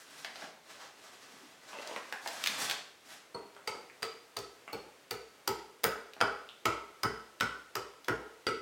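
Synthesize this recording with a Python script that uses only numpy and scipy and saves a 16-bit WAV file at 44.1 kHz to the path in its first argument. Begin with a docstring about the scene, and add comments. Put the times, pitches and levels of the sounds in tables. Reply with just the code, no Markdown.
"""A small hatchet roughs out a block of green wood (the blank for a bowl) on a padded workshop bench.
First a jacket swishes and flops as the blank is turned, with bumps, ticks and clinks over quiet air.
Near 2 s the hatchet is picked up and its handle rubs in the hand. From 3.3 s come fifteen chops:
each knocks the hollow blank, rings the steel head, tears fibres and shakes the bench; the room echoes."""
import sys
import numpy as np
from scipy import signal
from scipy.fft import rfft, irfft, next_fast_len
from scipy.io import wavfile
from scipy.ndimage import uniform_filter1d

SR = 44100
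rng = np.random.default_rng(int(sys.argv[2]) if len(sys.argv) > 2 else 0)


def put_to_file(sound):
    """Save the sound as 16-bit audio at rate SR, in the file named by the first command-line argument."""
    columns = np.atleast_2d(sound).T  # one column per channel
    safe = np.clip(columns, -1, 1)
    whole_steps = np.round(safe * 32767)
    wavfile.write(sys.argv[1], SR, whole_steps.astype(np.int16))


N = 379701
TIME = np.arange(N) / SR
HIT = int(.7 * SR)  # samples in one hit
AGE = np.arange(HIT) / SR  # seconds since a hit began

# tone of flapping cloth: f/Hz, level/dB
FLAP_TONE = [(30, -34), (70, -15.5), (130, -8.5), (220, 2.5), (330, 3), (450, -19), (900, -42)]
# tone of splitting wood and hard ticks: f/Hz, level/dB
SNAP_TONE = [(400, 2.5), (1500, 12.5), (3000, 11), (5000, 7.5), (7000, 6), (10500, 1.5), (12500, 6),
             (16000, 4.5)]


def gain(db):
    """Turn decibels into a multiplier."""
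    return 10 ** (np.asarray(db) / 20)


def fade(t60):
    """Die away by 60 dB every t60 seconds."""
    return np.exp(-np.log(1000) * AGE / t60)


def along(points, hz):
    """Read between (frequency, value) points on a scale of octaves."""
    f, value = np.transpose(points)
    return np.interp(np.log(hz + 1), np.log(f), value)


def bins(size):
    """The frequencies in the spectrum of this many samples."""
    return np.arange(size // 2 + 1) * SR / size


def octaves(hz, centre_hz):
    """Octaves above (+) or below (-) a centre."""
    return np.log2((hz + 1) / centre_hz)


def colour(x, db):
    """Filter a hit by the given dB at bins(2 * HIT)."""
    cepstrum = irfft(np.log(gain(db)))
    cepstrum[1:HIT] *= 2  # folded so that nothing sounds before the hit
    cepstrum[HIT + 1:] = 0
    return irfft(rfft(x, 2 * HIT) * np.exp(rfft(cepstrum)))[:HIT]


def stream(x, tone):
    """Give a long noise its tone, at an average (rms) level of 1."""
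    size = next_fast_len(N + N % 2, True) * 2
    y = irfft(rfft(x, size) * gain(along(tone, bins(size))))[:N]
    return y / y.std()


def low_cut(x, hz):
    """Remove the bass below hz."""
    return signal.sosfilt(signal.butter(4, hz, "high", fs=SR, output="sos"), x)


def level(x, db):
    """Scale a hit so that its energy, spread over 50 ms, has this level."""
    return x * gain(db) / np.sqrt(np.sum(x ** 2) * 20 / SR)


def add(out, s, x):
    """Mix a sound in at s seconds."""
    start = max(int(s * SR), 0)
    out[start:start + len(x)] += x[:N - start]


def later(x, s):
    """Delay a hit by s seconds."""
    return np.pad(x, (max(int(s * SR), 0), 0))[:HIT]


def ring(modes, scatter, uneven_db=0):
    """An object's fading notes (modes); pitch and strength vary with the grip and where it is struck."""
    out = 0
    for hz, db, t60 in modes:
        detune, share, sign = rng.standard_normal(3)
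        note = np.sin(2 * np.pi * hz * (1 + scatter * detune) * AGE)
        out = out + np.sign(sign) * gain(db + uneven_db * share) * fade(t60) * note
    return out


def crackle(size, spread_db):
    """Dense tiny snaps of uneven strength, at an average level of 1."""
    x = rng.standard_normal(size) * gain(spread_db * np.minimum(rng.exponential(size=size), 6))
    return x / x.std()


def wander(rate):
    """A smooth random wobble of about 1 either way, with rate new values a second."""
    hold = int(SR / rate)
    steps = np.repeat(rng.standard_normal(N // hold + 1), hold)
    return 1.3 * uniform_filter1d(uniform_filter1d(steps, hold), hold)[:N]


def stroke(peak_s, rise_s, fall_s):
    """One movement: from rest smoothly up to 1 and back."""
    phase = np.interp(TIME, [peak_s - rise_s, peak_s, peak_s + fall_s], [-1, 0, 1])
    return (1 + np.cos(np.pi * phase)) / 2


def workshop(wet_db, early_db=-2):
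    """The room: direct sound, quick echoes off bench and cabinet, and a tail that grows duller."""
    # how long the room rings: f/Hz, t60/s
    decay = [(100, 0.45), (500, 0.59), (1400, 0.53), (4000, 0.54), (10000, 0.43), (16000, 0.2)]
    hz, noise = bins(HIT), rfft(crackle(HIT, 2.05))
    tail = 0
    for centre_hz in 62.5 * 2. ** np.arange(9):
        band = irfft(noise * np.maximum(1 - abs(octaves(hz, centre_hz)), 0), HIT)
        tail = tail + band * fade(along(decay, centre_hz))
    early = crackle(HIT, 7.1) * fade(0.12)
    echoes = tail / np.linalg.norm(tail) + gain(early_db) * early / np.linalg.norm(early)
    room = later(echoes, .004) * gain(wet_db)
    room[0] += 1  # the direct sound
    return room


def heard(x, room, db):
    """A hit as it arrives through the room, at level db."""
    return level(signal.fftconvolve(x, room)[:HIT], db)


def taps(table, tone, t60, focus_db, wet_db):
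    """Short contacts, each turned down by focus_db per octave away from its own centre."""
    out, hz = np.zeros(N), bins(2 * HIT)
    for s, db, centre_hz in table:
        shape = along(tone, hz) - focus_db * np.minimum(abs(octaves(hz, centre_hz)), 4)
        tap = colour(crackle(HIT, 1.4) * fade(t60), shape)
        add(out, s, heard(tap, workshop(wet_db, early_db=-5.5), db))
    return out


def air():
    """The quiet air of the shop: a soft noise that wavers slightly."""
    # tone of the air: f/Hz, level/dB
    tone = [(20, -45), (40, -34), (65, -12), (140, -7), (215, -6), (415, 1), (600, -1.5), (1630, -5),
            (2000, -4.5), (3100, -8), (8000, -14.5), (16000, -24)]
    return stream(rng.standard_normal(N), tone) * gain(-61 + 0.52 * wander(3.97))


def cloth(rub_db=-6, hiss_db=-8, flap_db=-25):
    """Jacket threads catch and slip, swishing with the arm's speed; light touches hiss, firm ones rub."""
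    # arm movements: fastest at t/s, speeding up/s, slowing down/s, level/dB, brightness/dB
    moves = [(.015, 0.089, 0.03, -53, 3), (.17, 0.22, .2, -55, 0.5), (.43, 0.19, .1, -53.5, -4),
             (.72, 0.13, 0.11, -55.5, -2), (.83, 0.1, 0.1, -54, -6), (1.11, 0.27, 0.14, -58.5, -1.5),
             (1.37, 0.5, 0.29, -57.5, -1.5), (1.88, 0.41, 0.3, -51.5, -3.5), (2.14, 0.19, 0.28, -58, 0.5),
             (2.32, 0.14, 0.34, -48.5, 1), (2.5, 0.23, 0.25, -41, -0.5), (2.631, 0.081, 0.052, -34, 2.5),
             (2.705, 0.056, 0.058, -40, -1.5), (3.115, 0.12, 0.098, -53.5, 1)]
    # tones of the sliding weave: f/Hz, level/dB
    rub_tone = [(180, -45), (330, -9), (650, 0), (1300, -1), (2000, -11), (4000, -35)]
    swish_tone = [(800, -6), (1500, 4.5), (2500, 2), (4500, 1.5), (6500, -2), (9000, -12.5), (14000, -70)]
    hiss_tone = [(4000, -23.5), (7500, 1.5), (10000, -2), (13000, -5.5), (16000, -13)]
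    swish = rub = hiss = 0
    for s, rise_s, fall_s, db, bright_db in moves:
        slide = stroke(s, rise_s, fall_s) * gain(db)
        swish = swish + slide ** 2
        rub = rub + (slide * gain(rub_db - bright_db)) ** 2
        hiss = hiss + (slide * gain(hiss_db + bright_db)) ** 2
    # the folds stir even in slow movements
    flap = swish.max() * (swish / swish.max()) ** 0.59 * gain(flap_db) ** 2
    catch = gain(2.5 * wander(70))
    out = 0
    for tone, power in (FLAP_TONE, flap), (rub_tone, rub), (swish_tone, swish), (hiss_tone, hiss):
        out = out + stream(crackle(N, 2.0) * catch, tone) * np.sqrt(power)
    room = workshop(wet_db=-1, early_db=-11)
    out = signal.fftconvolve(out, room / np.linalg.norm(room))[:N]
    return low_cut(out, 135)  # the cloth's bass below 135 Hz is removed


def clinks(t60=0.0063):
    """Loose chips and tools are jolted on the bench and ring briefly."""
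    # jolts: t/s, level/dB, f/Hz
    jolts = [(.2468, -48, 4700), (.358, -55, 4800), (3.899, -57.5, 2450), (6.49, -52.5, 3530)]
    out, room = np.zeros(N), workshop(wet_db=-2)
    for s, db, hz in jolts:
        modes = [(0.88 * hz, -4, t60), (hz, 0, t60), (0.75 * hz, -4, t60)]
        add(out, s, heard(ring(modes, scatter=0.0091), room, db))
    return out


def bumps():
    """Hand and handle bump the wood."""
    # bumps: t/s, level/dB, centre f/Hz
    hits = [(.247, -45.5, 1850), (.357, -53, 2030), (.422, -48, 870), (.47, -57, 600), (1.731, -49.5, 1010),
            (1.912, -44.5, 1230), (1.962, -41, 1160), (2.125, -40.5, 1410), (2.26, -40.5, 990),
            (3.565, -54, 1460), (3.75, -50, 770), (4.678, -47.5, 1600), (6.166, -54.5, 704)]
    # tone of bumped wood: f/Hz, level/dB
    tone = [(70, -35), (200, 3.5), (400, 1), (650, 6), (1100, -5), (2500, -3.5), (5000, -23.5), (9000, -12),
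            (16000, -31)]
    return taps(hits, tone, t60=0.015, focus_db=6.0, wet_db=0.5)


def ticks():
    """The tool, splinters and jacket fastenings make small hard contacts."""
    # ticks: t/s, level/dB, centre f/Hz
    hits = [(.2485, -48.5, 2250), (.357, -62, 2400), (1.874, -51.5, 5050), (1.962, -51, 2180),
            (2.125, -48, 2800), (2.275, -44, 4600), (2.286, -52, 4400), (2.439, -37.5, 3480),
            (2.4605, -36.5, 2580), (2.472, -33.5, 3720), (2.698, -38.5, 3600), (2.711, -38.5, 3340),
            (3.549, -69, 4000), (4.388, -51, 5600), (6.135, -56, 3540), (7.4008, -47.5, 3620),
            (8.045, -57.5, 4540)]
    return taps(hits, SNAP_TONE, t60=0.019, focus_db=7.5, wet_db=-5.0)


def folds():
    """Heavy folds of the jacket flop over."""
    # flops: t/s, level/dB, centre f/Hz
    flops = [(.425, -61, 260), (1.335, -64, 230), (1.41, -61, 259), (2.485, -53.5, 210)]
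    return taps(flops, FLAP_TONE, t60=0.13, focus_db=8, wet_db=-1)


def handle_rub():
    """The handle sticks and slips through the fingers as the hatchet is picked up."""
    # shifts of grip: firmest at t/s, tightening/s, easing/s, level/dB
    grips = [(1.775, 0.055, 0.15, -45.5), (1.9, 0.052, 0.12, -47), (2.135, .02, 0.1, -55),
             (2.28, .04, 0.058, -54)]
    # the handle's own notes: f/Hz, level/dB, t60/s
    modes = [(610, 0, 0.041), (665, -8.5, 0.026), (900, -3, 0.048), (1240, -7, 0.017), (2020, -1.5, 0.013),
             (2680, 2, 0.014)]
    slips = crackle(N, 6) * gain(-0.5 * wander(45.6))
    rub = signal.fftconvolve(slips, ring(modes, scatter=.005))[:N]
    rub = low_cut(rub, 290)  # the rub's bass below 290 Hz is removed
    pressure = sum(stroke(s, rise_s, fall_s) * gain(db) for s, rise_s, fall_s, db in grips)
    return rub / rub.std() * pressure


def touch_and_bite(x, delay, touch_db):
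    """The edge first touches lightly, then bites with full force."""
    return gain(touch_db) * x + later(x, delay)


def knock(delay, tilt):
    """The edge wedges in with a short, rough knock; a sharper blow brings out the treble."""
    # tone of the knocked blank: f/Hz, level/dB
    tone = [(90, -20.5), (165, -15), (200, -2), (340, 1.5), (540, 1.5), (900, 5.5), (1400, 2), (1750, -12),
            (2200, -1), (3600, -11), (5500, -12.5), (8000, -18), (15000, -33)]
    hz = bins(2 * HIT)
    push = touch_and_bite(crackle(HIT, 0.98) * fade(0.039), delay, touch_db=-10)
    return colour(push, along(tone, hz) + tilt * np.clip(octaves(hz, 1000), 0, 2))


def hollow_ring():
    """The bowl flexes as a whole and sounds hollow."""
    # the bowl's low notes: f/Hz, level/dB, t60/s
    modes = [(387.4, -14.5, 0.24), (402, 2, 0.14), (434, -1.5, 0.11), (457, -0.5, 0.17), (488.4, -3, 0.12)]
    return ring(modes, scatter=0.0087, uneven_db=0.4)


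def wall_ring(delay, centre_hz, reach_octaves=0.13):
    """The bowl's wall rings; where the blow lands favours the notes near one pitch."""
    # the wall's notes: f/Hz, level/dB, t60/s
    modes = [(925, -10.5, 0.085), (1030, -2, 0.009), (1150, 0.5, 0.02), (1260, -4, 0.054),
             (1298.7, 5.5, 0.072), (1320, -7, 0.018), (1401, 3.5, 0.025), (1427, 4, 0.016),
             (1473, -4, 0.058), (1553, -3.5, 0.037), (1960, -1, 0.037), (2027, -8.5, 0.069),
             (2190, 1, 0.021), (2940, -19, 0.04), (2948, -8, 0.042)]
    struck = [(f, db - 9 * min(abs(octaves(f, centre_hz)) / reach_octaves, 1), t60)
              for f, db, t60 in modes]
    return touch_and_bite(ring(struck, scatter=0.0016, uneven_db=0.2), delay, touch_db=-33)


def steel_ring(delay, hz):
    """The tighter the wood grips the steel head, the higher, shorter and more smeared its ping."""
    # the free head's notes: f/Hz, share of the pitch rise, level/dB, t60/s
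    modes = [(4388, 1.04, 4, 0.053), (4740, 0.58, -14, 0.025), (4355, 0.68, 1.5, 0.038),
             (4404, 1.36, -4, 0.04), (6120, 0.14, -16, 0.03), (8750, 0.28, -8.5, 0.058)]
    rise_hz = hz - modes[0][0]
    damping = 1 + abs(rise_hz) / 450
    gripped = [(f + share * rise_hz, db, t60 / damping) for f, share, db, t60 in modes]
    return touch_and_bite(ring(gripped, scatter=0.0098, uneven_db=1.5), delay, touch_db=-12.5)


def shaving(delay, tilt, skid_s=0.0099, split_s=0.0018):
    """The edge clicks on the wood, fibres give way in one burst, and stray splinters snap after it."""
    # a blade that skids before it bites touches more lightly
    touch = gain(-5) * np.exp(-delay / skid_s) * fade(0.024)
    burst = np.exp(-((AGE - delay - .001) / split_s) ** 2)
    splinters = later(crackle(HIT, -5.5) * fade(0.1), delay) * gain(-18)
    hz = bins(2 * HIT)
    shape = along(SNAP_TONE, hz) + tilt * np.maximum(octaves(hz, 2640), 0)
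    return colour(crackle(HIT, 1.0) * (touch + burst) + splinters, shape)


def foot_thump(press_s=0.023):
    """The blow drives the foot of the blank into the padding with a dull, rough thump."""
    # tone of the thump: f/Hz, level/dB
    tone = [(90, -25.5), (170, -0.5), (320, 4), (550, -9), (850, -2.5), (1500, -36), (4000, -68)]
    push = crackle(HIT, 0.44) * (1 - np.exp(-(AGE / press_s) ** 4)) * fade(0.093)
    return colour(push, along(tone, bins(2 * HIT)))


def bench_thud():
    """The blow reaches the bench through its padding and swells slowly."""
    # notes of bench and floor: f/Hz, level/dB, t60/s, rise/s
    modes = [(60.8, -4.5, 0.43, 0.048), (105.5, 1, 0.2, 0.019), (121.8, 10, 0.16, 0.041),
             (145.8, -6, 0.3, 0.062)]
    out = 0
    for k, (hz, db, t60, rise_s) in enumerate(modes):
        swell = 1 - np.exp(-(AGE / rise_s) ** 2)
        out = out + (-1) ** k * gain(db) * fade(t60) * swell * np.sin(2 * np.pi * hz * AGE)
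    return out


def chops():
    """The edge lands, wedges in and splits off a shaving; blank, head and bench ring on."""
    # blows: t/s, delay to the bite/s, knock/dB, knock tilt/(dB per octave), hollow/dB, wall/dB,
    # wall centre f/Hz, steel f/Hz, steel/dB, split/dB, split tilt/(dB per octave), thud/dB
    blows = [(3.3438, 0.003, -44, -9, -45, -60, 1130, 4350, -49.5, -73, -2, -68),
             (3.6736, .0023, -39, 1.5, -47.5, -50, 1320, 4720, -43, -44.5, -4.5, -67),
             (4.023, 0.0061, -43, 3, -44, -43, 1700, 4770, -42.5, -41.5, -3.5, -74),
             (4.3662, 0.0027, -46.5, 3, -44.5, -49, 1270, 4690, -45, -43.5, -2.5, -58),
             (4.727, 0.0035, -44, 0, -43, -59, 1280, 4400, -50, -52.5, 7, -59),
             (5.108, .0026, -45, 2, -43, -47, 1360, 4540, -45, -44.5, 1, -56),
             (5.4753, .0022, -36, -1, -37.5, -38, 1310, 4880, -41.5, -35.5, 0, -51),
             (5.8351, 0.0057, -33, -3, -36.5, -32.5, 1456, 4910, -41, -32, 1.5, -50),
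             (6.205, .0073, -34.5, -5, -36, -28, 1410, 4990, -39.5, -32.5, -10.5, -48.5),
             (6.654, 0.0022, -36, 0.5, -38, -29, 1230, 5050, -47, -36.5, -5, -45),
             (7.032, .002, -38, -1.5, -38.5, -32.5, 1400, 5040, -39, -42.5, -1.5, -43.5),
             (7.4075, .0015, -40, 1.5, -45, -30, 1475, 5300, -45, -37, -4.5, -47),
             (7.753, .0017, -41, 1, -43, -44, 1380, 4990, -45.5, -42.5, -0.5, -56),
             (8.0818, .0025, -34.5, -5.5, -36.5, -32.5, 1450, 5270, -51.5, -40.5, -4, -44.5),
             (8.467, 0.00065, -40.5, 2.5, -36.5, -34, 1400, 4760, -40, -40.5, -9.5, -56)]
    out = np.zeros(N)
    for (s, delay, knock_db, knock_tilt, hollow_db, wall_db,
         wall_hz, steel_hz, steel_db, split_db, split_tilt, thud_db) in blows:
        # the blank sounds all round; the head and the cut face the listener, so they echo less
        full, half, near = workshop(wet_db=3.5), workshop(wet_db=-7), workshop(wet_db=-9)
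        add(out, s, heard(knock(delay, knock_tilt), full, knock_db))
        add(out, s + delay, heard(hollow_ring(), full, hollow_db))
        add(out, s, heard(wall_ring(delay, wall_hz), full, wall_db))
        add(out, s, heard(steel_ring(delay, steel_hz), half, steel_db))
        add(out, s, heard(shaving(delay, split_tilt), near, split_db))
        add(out, s, heard(foot_thump(), near, thud_db + 3))
        add(out, s, level(bench_thud(), thud_db))
    return out


def scene():
    """Quiet air, handling and chopping, the same in both ears."""
    mono = air() + cloth() + clinks() + bumps() + ticks() + folds() + handle_rub() + chops()
    return np.array([mono, mono])


def record(dry, rumble_hz=56, top_hz=16350):
    """Cut the rumble and the highest treble."""
    top_cut = signal.ellip(10, .2, 80, top_hz, fs=SR, output="sos")
    return signal.sosfilt(top_cut, low_cut(dry, rumble_hz))


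dry = scene()
out = record(dry)
put_to_file(out)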